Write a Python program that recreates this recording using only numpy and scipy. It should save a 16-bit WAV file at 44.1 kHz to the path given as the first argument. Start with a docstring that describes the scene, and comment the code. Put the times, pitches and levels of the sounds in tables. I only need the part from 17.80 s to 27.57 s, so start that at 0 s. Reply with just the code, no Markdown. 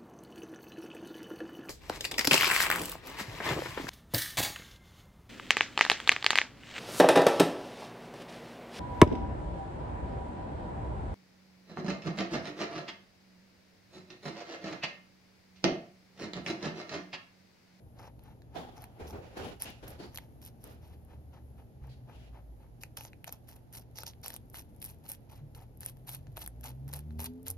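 """Crisp crackling and snapping, about four chews a second: a rabbit eats a lettuce leaf half a metre from
a phone on the floor. Cells burst and ribs break in the leaf, the molars grind, the jaw knocks dully.
A blanket rustles nearby and soft thumps come through the boards. The house hums, and beyond the walls
one engine slows down and later another speeds up. Stereo, from the phone's two microphone ports."""
import sys
import numpy as np
from scipy import signal
from scipy.fft import rfft, irfft, next_fast_len
from scipy.io import wavfile
from scipy.ndimage import uniform_filter1d

SR = 44100
rng = np.random.default_rng(int(sys.argv[2]) if len(sys.argv) > 2 else 0)


def int16_out(signal):
    """Quantize to a 16-bit WAV file."""
    q = np.round(np.clip(np.atleast_2d(signal).T, -1, 1) * 32767)
    wavfile.write(sys.argv[1], SR, q.astype(np.int16))


N = 430857
TIME = np.arange(N) / SR
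FFT_SIZE = next_fast_len(N + SR)

# tone of the bursting leaf, the molars and the jaw bone, close up: (frequency [Hz], gain [dB])
LEAF_TONE = [(5000, -16), (7000, -16), (8500, -0.5), (10000, 2), (11800, 5.5), (13000, -3.5), (15000, -11),
             (16300, -33.5)]
MOLAR_TONE = [(600, -3), (1300, -3.5), (2250, 0), (2800, 3.5), (3400, 4.5), (4500, 1), (5400, -6.5),
              (6300, -0.5), (8000, -9)]
JAW_TONE = [(250, -24), (500, -4), (740, -3.5), (880, 4.5), (1000, -7.5), (1150, -8.5), (1500, -16.5),
            (2200, -18.5), (3200, -24)]
# treble phase between the microphone ports, shared by rabbit and room: (frequency [Hz], left lead [rad])
PORTS_TOP = [(6800, 4.6), (7900, 3.25), (9200, 2.95), (10000, 2.3), (12060, 1.), (13100, 0)]


def chewing():
    """Leaf cells burst, the molars grind the pulp, and the jaw bone sounds along."""
    # jaw presses, two or three on a stiff rib: (time [s], length [s], leaf level [dB], jaw level [dB])
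    chews = [(0.187, 0.089, -70, -54), (0.439, 0.087, -78, -63), (0.746, 0.09, -74, -55),
             (0.971, 0.075, -70, -58), (1.269, 0.056, -65, -61), (1.571, 0.031, -64, -56),
             (1.801, 0.039, -49, -52), (2.079, 0.026, -51, -72), (2.328, 0.12, -72.5, -70),
             (2.618, 0.064, -60.5, -69), (2.807, 0.14, -67, -81), (3.03, 0.12, -74.5, -69),
             (3.303, 0.046, -80.5, -59), (3.54, 0.042, -77.5, -59.5), (3.783, 0.038, -81, -64.5),
             (4.038, 0.041, -80, -60), (4.293, 0.046, -80, -58.5), (4.545, 0.049, -82.5, -60),
             (4.811, 0.039, -84, -65), (5.01, 0.031, -60.5, -71), (5.17, 0.093, -55, -59.5),
             (5.47, 0.0061, -47.5, -49), (5.52, 0.02, -57, -59), (5.675, 0.082, -62.5, -65.5),
             (5.928, 0.067, -54, -60.5), (6.157, 0.066, -60.5, -58), (6.265, 0.017, -52, -60),
             (6.433, 0.12, -57.5, -58.5), (6.733, 0.08, -52.5, -64), (7.017, 0.096, -52, -68.5),
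             (7.24, 0.063, -63.5, -66.5), (7.284, 0.048, -49, -66.5), (7.494, 0.094, -68.5, -65.5),
             (7.75, 0.074, -65, -61.5), (8.007, 0.087, -54.5, -64), (8.271, 0.086, -48.5, -60),
             (8.564, 0.073, -51, -61.5), (8.834, 0.069, -56, -60), (9.08, 0.042, -65, -69),
             (9.131, 0.06, -51.5, -57.5), (9.392, 0.067, -47.5, -57), (9.662, 0.045, -50.5, -57)]
    # the freshly gripped stalk squirts juice in a narrow high band: (time [s], gain [dB])
    squirts = [(4.9, -3), (5.2, -1), (5.9, -10), (6.28, 10), (6.5, -0.5), (6.8, -13)]
    crisp_db, juice_hz, juice_width_hz, jaw_lag_s = -69, 5350, 600, .008
    start, length, leaf_db, jaw_db = np.transpose(chews)
    grind_db = -64.5 + 0.71 * (leaf_db + 60) + 0.32 * (jaw_db + 60)  # louder on crisp leaf and hard bites
    rise = np.where(leaf_db > crisp_db, 4000, 652)  # soft bites set in gently
    bites = strokes(start, length, [leaf_db, grind_db, jaw_db], rise, fall_db_s=587, fade_db=4)
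    crisp = np.clip(bites[0] / undb(crisp_db), 0, 1)
    leaf, molars, jaw = undb(2.5 * crisp * walk(70)) * bites  # crisp leaf gives way in jerks
    cells = leaf * crackle(per_s=1100, scatter_db=3.5, burst_ms=0.56)
    grit = crackle(per_s=650, scatter_db=3.4, burst_ms=0.45)
    knocks = crackle(per_s=300, scatter_db=2, burst_ms=3)
    rub = level(lowpass(rng.standard_normal(N), hz=1300), db=3)  # well-chewed pulp only rubs, dully
    pulp = (crisp * grit + np.sqrt(1 - crisp ** 2) * rub) * molars
    lag = int(jaw_lag_s * SR)
    jaw = uniform_filter1d(jaw, lag, origin=(lag - 1) // 2)  # the jaw answers a little late
    juice_band = signal.iirpeak(juice_hz, juice_hz / juice_width_hz, SR)
    juice = 5 * signal.lfilter(*juice_band, crisp * pulp * undb(along(squirts)[0]))
    wetness = undb(-22.5) * uniform_filter1d(bites[0], SR // 2)  # tiny smacks go on between bites
    smacks = wetness * crackle(per_s=45, scatter_db=3.5, burst_ms=.3)
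    grinding = colour(pulp + juice + smacks / 2, MOLAR_TONE)
    return colour(cells + smacks, LEAF_TONE) + grinding + colour(knocks * jaw, JAW_TONE)


def leaf_snaps():
    """A rib cracks and tears on briefly: a crisp top, a body ringing in the mouth, a knock in the jaw."""
    # snapping ribs and faint wet ticks: (time [s], top peak [dB], body peak [dB], body pitch [Hz])
    ribs = [(0.3935, -57, -53, 970), (0.62, -59, -50.5, 1760), (1.041, -36, -40, 3050),
            (1.8215, -16.5, -32.5, 3700), (1.8446, -34, -41, 1997), (2.346, -38, -45, 2017),
            (2.359, -33.5, -33, 5000), (2.3744, -26.5, -29, 3920), (2.385, -34, -32, 2210),
            (2.662, -36, -46.5, 4135), (2.8409, -33, -49, 1810), (5.0349, -34, -30.5, 2730),
            (5.173, -28.5, -31, 5160), (5.209, -35, -35.5, 2900), (5.251, -42, -36.5, 1210),
            (5.332, -59, -42, 2580), (5.4432, -30.5, -33, 2960), (5.4779, -37, -34, 1440),
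            (5.493, -51, -39.5, 800), (5.525, -26.5, -41.5, 5150), (5.6888, -34.5, -47, 1860),
            (5.9477, -43, -44, 3000), (6.1865, -28.5, -32, 4030), (6.234, -31, -33, 1420),
            (6.267, -34, -48, 6000), (6.2789, -32, -45, 5900), (6.335, -69, -44.5, 4900),
            (6.444, -33.5, -39, 6100), (6.461, -25, -34.5, 5550), (6.4811, -24.5, -34, 5600),
            (6.5036, -33, -34.5, 1900), (6.522, -41, -45, 4500), (6.54, -27, -44, 1720),
            (6.5637, -27.5, -38, 3850), (6.7436, -48, -37, 2160), (7.026, -30, -39, 3400),
            (7.043, -27.5, -44, 3940), (7.2993, -27, -63, 3790), (7.3174, -21, -40.5, 3870),
            (8.032, -46, -36.5, 1900), (8.0614, -18.5, -38.5, 4300), (8.17, -49, -55.5, 1900),
            (8.2922, -27, -33, 3970), (8.348, -26, -38.5, 6330), (8.4694, -64, -49, 1900),
            (8.5702, -29, -38.5, 1480), (8.5765, -38, -37, 650), (8.619, -49, -43, 700),
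            (8.6623, -29, -38, 5930), (8.6759, -23.5, -41, 2150), (8.81, -43, -56, 1720),
            (8.841, -30, -40, 1725), (8.858, -40, -39, 2020), (9.0797, -42, -48.5, 2200),
            (9.133, -50, -42, 751), (9.1373, -23.5, -31.5, 4160), (9.191, -31, -44, 6250),
            (9.307, -58, -50, 1850), (9.394, -48, -36, 760), (9.403, -27, -38, 860),
            (9.4428, -22, -40, 1127), (9.458, -30, -36, 4300), (9.667, -28.5, -40, 1730),
            (9.7027, -19.5, -57, 5804), (9.7107, -25, -53, 4000)]
    # single cells that pop with hardly any body: (time [s], top peak [dB])
    pops = [(.437, -46), (1.021, -37.5), (1.815, -34.5), (1.8358, -27), (1.9018, -43), (2.081, -36),
            (2.3517, -34), (2.6507, -36), (2.875, -46), (3.25, -51), (4.0705, -54), (6.177, -37),
            (6.2056, -36), (6.4153, -51), (6.6998, -40.5), (6.963, -50), (7.0023, -46), (7.0501, -26),
            (7.06, -31), (7.0904, -41), (7.2908, -25), (7.973, -43.5), (8.007, -29), (8.5912, -34),
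            (8.6407, -33), (9.4168, -29), (9.63, -44), (9.6728, -34), (9.682, -23.5)]
    crack_s, onset_s, tear_s, tear_db = .00045, .0001, .004, -25
    out, knocks = np.zeros((2, N + 1500))
    t = TIME[:1000]
    crack = np.exp(-t / crack_s) * (1 - np.exp(-t / onset_s))
    envelope = crack + undb(tear_db) * np.exp(-t / tear_s)
    leaf, molars = (colour(np.ones(1), tone)[:500] for tone in (LEAF_TONE, MOLAR_TONE))
    breaks = ribs + [(start, db, db - 28, 4000) for start, db in pops]
    for start, top_db, body_db, hz in breaks:
        i = int(start * SR)
        top_puff, body_puff = envelope * np.sign(rng.standard_normal((2, len(t))))
        ring_s, ring_gain = .003 * (800 / hz) ** 1.5, undb(-1) * 800 / hz  # shorter and weaker higher up
        mode = np.sin(2 * np.pi * hz * t) * np.exp(-t / ring_s)
        ring = ring_gain * np.convolve(body_puff, mode / np.linalg.norm(mode))[:len(t)]
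        top = np.convolve(top_puff, leaf)
        body = np.convolve(body_puff + ring, molars)
        for part, db in (top, top_db), (body, body_db):
            out[i:i + len(part)] += undb(db) * part / np.abs(part).max()
        knocks[i] += undb(body_db + 5 - 6 * np.log2(hz / 2000))  # low snaps knock the jaw harder
    return out[:N] + colour(knocks[:N], JAW_TONE)


def blanket():
    """Nearby, folds shift and fibres slip in uneven runs; each drag has its own hollow and rasp."""
    # cloth dragged over cloth: (time [s], length [s], folds [dB], fibres [dB], hollow [Hz], rasp [Hz])
    drags = [(0.758, 0.034, -42, -54.5, 734, 3530), (0.849, 0.36, -62.5, -77, 797.7, 3200),
             (1.201, 0.038, -47, -62, 448, 2486), (1.332, 0.026, -44.5, -65, 401.8, 2483),
             (1.423, 0.16, -59.5, -68.5, 500, 2509), (1.572, 0.026, -41.5, -51.5, 498, 1495),
             (1.639, 0.051, -48.5, -58, 450.8, 2834), (1.858, 0.029, -52.5, -52, 800, 2704),
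             (2.029, 0.1, -53, -61.5, 498, 1482), (2.2, 0.038, -48.5, -58.5, 348, 4716),
             (2.84, 0.073, -56.5, -65.5, 495, 1305), (4.097, 0.024, -76, -68, 599, 4360),
             (4.326, 0.13, -66.5, -69, 600, 2690)]
    # tone of the soft folds and of the scraping fibres: (frequency [Hz], gain [dB])
    fold_tone = [(50, 7.5), (85, 2), (170, 5.5), (360, 5), (560, -0.5), (760, 3.5), (1050, -6.5),
                 (1500, -10.5), (2600, -31.5)]
    fibre_tone = [(1200, -9), (1800, 0.5), (2900, 2), (5000, -3.5), (6500, -9), (11000, -9.5), (13000, -45)]
    start, length, folds_db, fibres_db, hollow_hz, rasp_hz = np.transpose(drags)
    folds, fibres = strokes(start, length, [folds_db, fibres_db],
                            rise_db_s=np.full(len(start), 1400), fall_db_s=172, fade_db=-0.5)
    slip = undb(1.44 * walk(60))
    noise = rng.standard_normal(N)
    hollow = undb(-3) * folds * resonance(start, hollow_hz, width_hz=80)
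    rasp = undb(-2) * fibres * resonance(start, rasp_hz, width_hz=350)
    return slip * (colour(folds * noise, fold_tone) + colour(fibres * noise, fibre_tone) + hollow + rasp)


def floor_thumps(decay_s=0.063):
    """The floor boards swing a few cycles."""
    # soft thumps through the floor: (time [s], level [dB], pitch [Hz])
    thumps = [(1.221, -39.5, 77.35), (1.329, -40.5, 91.7), (1.601, -42, 88.5), (2.121, -43.5, 79.4),
              (4.021, -40.5, 65.3), (7.616, -43, 143.8), (8.482, -45, 132.7)]
    out, t = np.zeros(N + SR), TIME[:SR // 4]
    for start, db, hz in thumps:
        i = int(start * SR)
        out[i:i + len(t)] += undb(db) * np.sin(2 * np.pi * hz * t) * np.exp(-t / decay_s)
    return out[:N]


def slowing_engine(rattle_hz=126.2, rattle_width_hz=5.4, rattle_db=-49.5):
    """An engine outside sags ever faster; something indoors rings as its second harmonic sweeps past."""
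    # its fundamental, heard indoors: (time [s], level [dB])
    loudness = [(2.75, -68), (2.95, -56), (3.3, -55), (3.6, -47.5), (3.85, -56), (4.15, -73), (4.35, -53),
                (4.72, -46.5), (5.15, -61)]
    t = np.clip(TIME - loudness[0][0], 0, loudness[-1][0] - loudness[0][0])
    firing_hz = 80.6 - 8 * t - 2.9 * t ** 2
    detuning = (2 * firing_hz - rattle_hz) / rattle_width_hz
    ring_db = rattle_db - 10 * np.log10(1 + detuning ** 6)
    return engine(loudness, firing_hz, [along(loudness)[0], ring_db])


def speeding_engine():
    """Another engine speeds up and nears; each harmonic is as loud as the walls let it through."""
    # its approach: (time [s], firing rate [Hz], level [dB])
    approach = [(7.2, 29.93, -83), (7.69, 36.1, -56.5), (8.31, 43.45, -61), (8.78, 58.32, -49.5),
                (9.12, 70.85, -48.5), (9.4, 79.33, -40.5), (9.77, 93.4, -51)]
    # harmonics 1-5 of the firing rate: (gain [dB])
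    harmonics = [0, -2.5, -0.5, -9, -18]
    # what the walls and the room let through: (frequency [Hz], gain [dB])
    walls = [(52, -0.5), (66, 3), (79, 1), (86.5, -16), (92, 9), (112, 4), (138, 10), (165, -11),
             (195, -27), (250, 1), (285, -10.5), (340, -17.5), (425, 7)]
    firing_hz, db = along(approach)
    indoors_db = [db + gain + across(walls, k * firing_hz) for k, gain in enumerate(harmonics, 1)]
    return engine(approach, firing_hz, indoors_db)


def engine(curve, firing_hz, harmonics_db):
    """Wavering harmonics of a slightly unsteady firing rate, sounding over the time span of the curve."""
    phase = 2 * np.pi * np.cumsum(firing_hz * (1 + 0.0046 * walk(10))) / SR
    audible = uniform_filter1d(1. * (TIME > curve[0][0]) * (TIME < curve[-1][0]), SR // 10)
    return audible * sum(undb(db + 1.92 * walk(25)) * np.sin(k * phase)
                         for k, db in enumerate(harmonics_db, 1))


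def mains_hum(hz=117.7, db=-58):
    """The mains hum in the house: one low tone whose level drifts."""
    return undb(db + 0.92 * walk(2.7)) * np.sin(2 * np.pi * hz * TIME)


def room_tone(rumble_db=-54.5, hiss_db=-78):
    """Distant house rumble that swells slowly, and the hiss of the microphone."""
    # tone of the rumble and of the hiss: (frequency [Hz], gain [dB])
    rumble_tone = [(26, -10.5), (59, 2), (128, -1), (197, -7.5), (251, -8), (417, -14.5), (839, -19.5),
                   (1070, -31), (1860, -35), (3400, -40.5), (4760, -42), (7000, -45), (9100, -89.5)]
    hiss_tone = [(5500, -28), (7000, -11), (9400, 2.5), (12300, 2), (13200, -27)]
    rumble = colour(rng.standard_normal(N), rumble_tone) * undb(rumble_db + 0.8 * walk(2.2))
    hiss = colour(rng.standard_normal(N), hiss_tone) * undb(hiss_db + 1.2 * walk(8))
    return rumble + hiss


def crackle(per_s, scatter_db, burst_ms):
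    """Cells that burst at random: short decaying puffs of noise, a few far louder than the rest."""
    bursts = rng.random(N) < per_s / SR
    energy = bursts * undb(2 * scatter_db * np.minimum(rng.exponential(size=N), 4))
    fade = np.exp(-np.arange(800) / (burst_ms * SR / 1000))
    envelope = np.sqrt(np.abs(signal.fftconvolve(energy, fade)[:N]))
    return level(envelope * rng.standard_normal(N), 0)


def strokes(starts, lengths, layers_db, rise_db_s, fall_db_s, fade_db):
    """One loudness curve a layer: each stroke sets in, slopes by fade_db over its length and lets go."""
    gains = np.zeros((len(layers_db), N))
    for start, length, levels_db, rise in zip(starts, lengths, np.transpose(layers_db), rise_db_s):
        span = slice(max(int((start - .1) * SR), 0), int((start + length + .3) * SR))
        t = TIME[span] - start
        db = fade_db * (.5 - np.clip(t / length, 0, 1))
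        db += rise * np.minimum(t, 0) - fall_db_s * np.maximum(t - length, 0)
        gains[:, span] += undb(levels_db[:, None] + db)
    return gains


def resonance(starts, hz, width_hz):
    """Noise in one band whose centre steps to a new pitch just before each start and wanders a little."""
    current = np.maximum(np.searchsorted(starts, TIME + .02) - 1, 0)
    centre_hz = hz[current] * (1 + .04 * walk(15))
    slow = signal.lfilter([1], [1, -np.exp(-np.pi * width_hz / SR)], rng.standard_normal((2, N)))
    phase = 2 * np.pi * np.cumsum(centre_hz) / SR
    return level(slow[0] * np.cos(phase) + slow[1] * np.sin(phase), 0)


def reflections(x, t60_s, db):
    """A decaying scatter of echoes, without the direct sound."""
    t = TIME[:SR // 2]
    tail = rng.standard_normal(len(t)) * undb(-60 * t / t60_s)
    return signal.fftconvolve(x, undb(db) * tail / np.linalg.norm(tail))[:N]


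def ports(sound, unrelated, lead, likeness, shadow=((1, 0),)):
    """Two microphone ports: the right one lags, and hears the unrelated sound where likeness is low."""
    left = rfft(sound, FFT_SIZE)
    right = likeness * left + np.sqrt(1 - likeness ** 2) * rfft(unrelated, FFT_SIZE)
    turn = np.exp(.5j * across(lead)) * undb(across(shadow) / 2)
    return irfft([left * turn, right / turn], FFT_SIZE)[:, :N]


def colour(x, tone, size=16384):
    """Minimum-phase filter of unit power with the gains of the table, falling off beyond its ends."""
    closed = [(tone[0][0] / 2, tone[0][1] - 40), *tone, (tone[-1][0] * 1.2, tone[-1][1] - 40)]
    gain = undb(across(closed, np.arange(size // 2 + 1) * SR / size))
    cepstrum = irfft(np.log(level(gain, 0)), size)
    cepstrum[1:size // 2] *= 2
    cepstrum[size // 2 + 1:] = 0
    return signal.oaconvolve(x, irfft(np.exp(rfft(cepstrum)), size))[:N]


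def lowpass(x, hz):
    return signal.lfilter(*signal.butter(1, hz, fs=SR), x)


def walk(per_s):
    """Random values joined by straight ramps; spread near 1."""
    hold = int(SR / per_s)
    return 1.55 * uniform_filter1d(np.repeat(rng.standard_normal(N // hold + 1), hold), hold)[:N]


def across(table, hz=np.arange(FFT_SIZE // 2 + 1) * SR / FFT_SIZE):
    """A (frequency [Hz], value) table read on a log-frequency axis."""
    table_hz, values = np.transpose(table)
    return np.interp(np.log(hz + 1e-9), np.log(table_hz), values)


def along(curve):
    """The columns of a curve in time, one value a sample."""
    times, *columns = np.transpose(curve)
    return [np.interp(TIME, times, column) for column in columns]


def undb(db):
    return 10 ** (np.asarray(db) / 20)


def level(x, db):
    return x * undb(db) / np.sqrt(np.mean(x ** 2))


def scene():
    """From the floor: the rabbit close, blanket and room all around, the low sounds near the centre."""
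    # phase between the ports, for the rabbit and for the room: (frequency [Hz], left lead [rad])
    near_lead = [(300, 0), (1200, .9), (2000, .5), (2600, 1.3), (3300, 2.4), (3950, 4.6), (4650, 5.9),
                 (5340, 6.8), (5700, 4.8)] + PORTS_TOP
    room_lead = [(600, 0.62), (1500, 2.6)] + PORTS_TOP
    # how alike the ports hear the room: (frequency [Hz], likeness [0-1])
    likeness = [(60, 0.83), (250, 0.81), (600, 0.46), (1500, 0.16), (6800, 0), (8000, 1), (13000, 0.97)]
    # how the phone's body shades the ports: (frequency [Hz], left minus right [dB])
    shadow = [(700, -1.5), (1700, 11), (2400, 0.5), (4600, -2), (5400, -3.5), (6100, -9), (6800, 8.5),
              (9000, 0.5)]
    rabbit = chewing() + leaf_snaps()
    low = mains_hum() + floor_thumps() + slowing_engine() + speeding_engine()
    dull = lowpass(rabbit, hz=4500)  # soft furnishings swallow the treble
    room = [reflections(dull, t60_s=0.16, db=-13) + blanket() + room_tone() for _ in range(2)]
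    early = reflections(rabbit, t60_s=0.07, db=0)  # floor and bowl send one port its own reflections
    near = ports(rabbit, early, near_lead, likeness=0.95, shadow=shadow)
    around = ports(*room, room_lead, across(likeness))
    return near + around + ports(low, low, lead=[(50, 0.091), (250, 0.61)], likeness=1)


def record(dry, top_hz=16500):
    """The phone cuts the top steeply."""
    return signal.sosfilt(signal.ellip(10, .2, 80, top_hz, fs=SR, output="sos"), dry)


dry = scene()
out = record(dry)
int16_out(out)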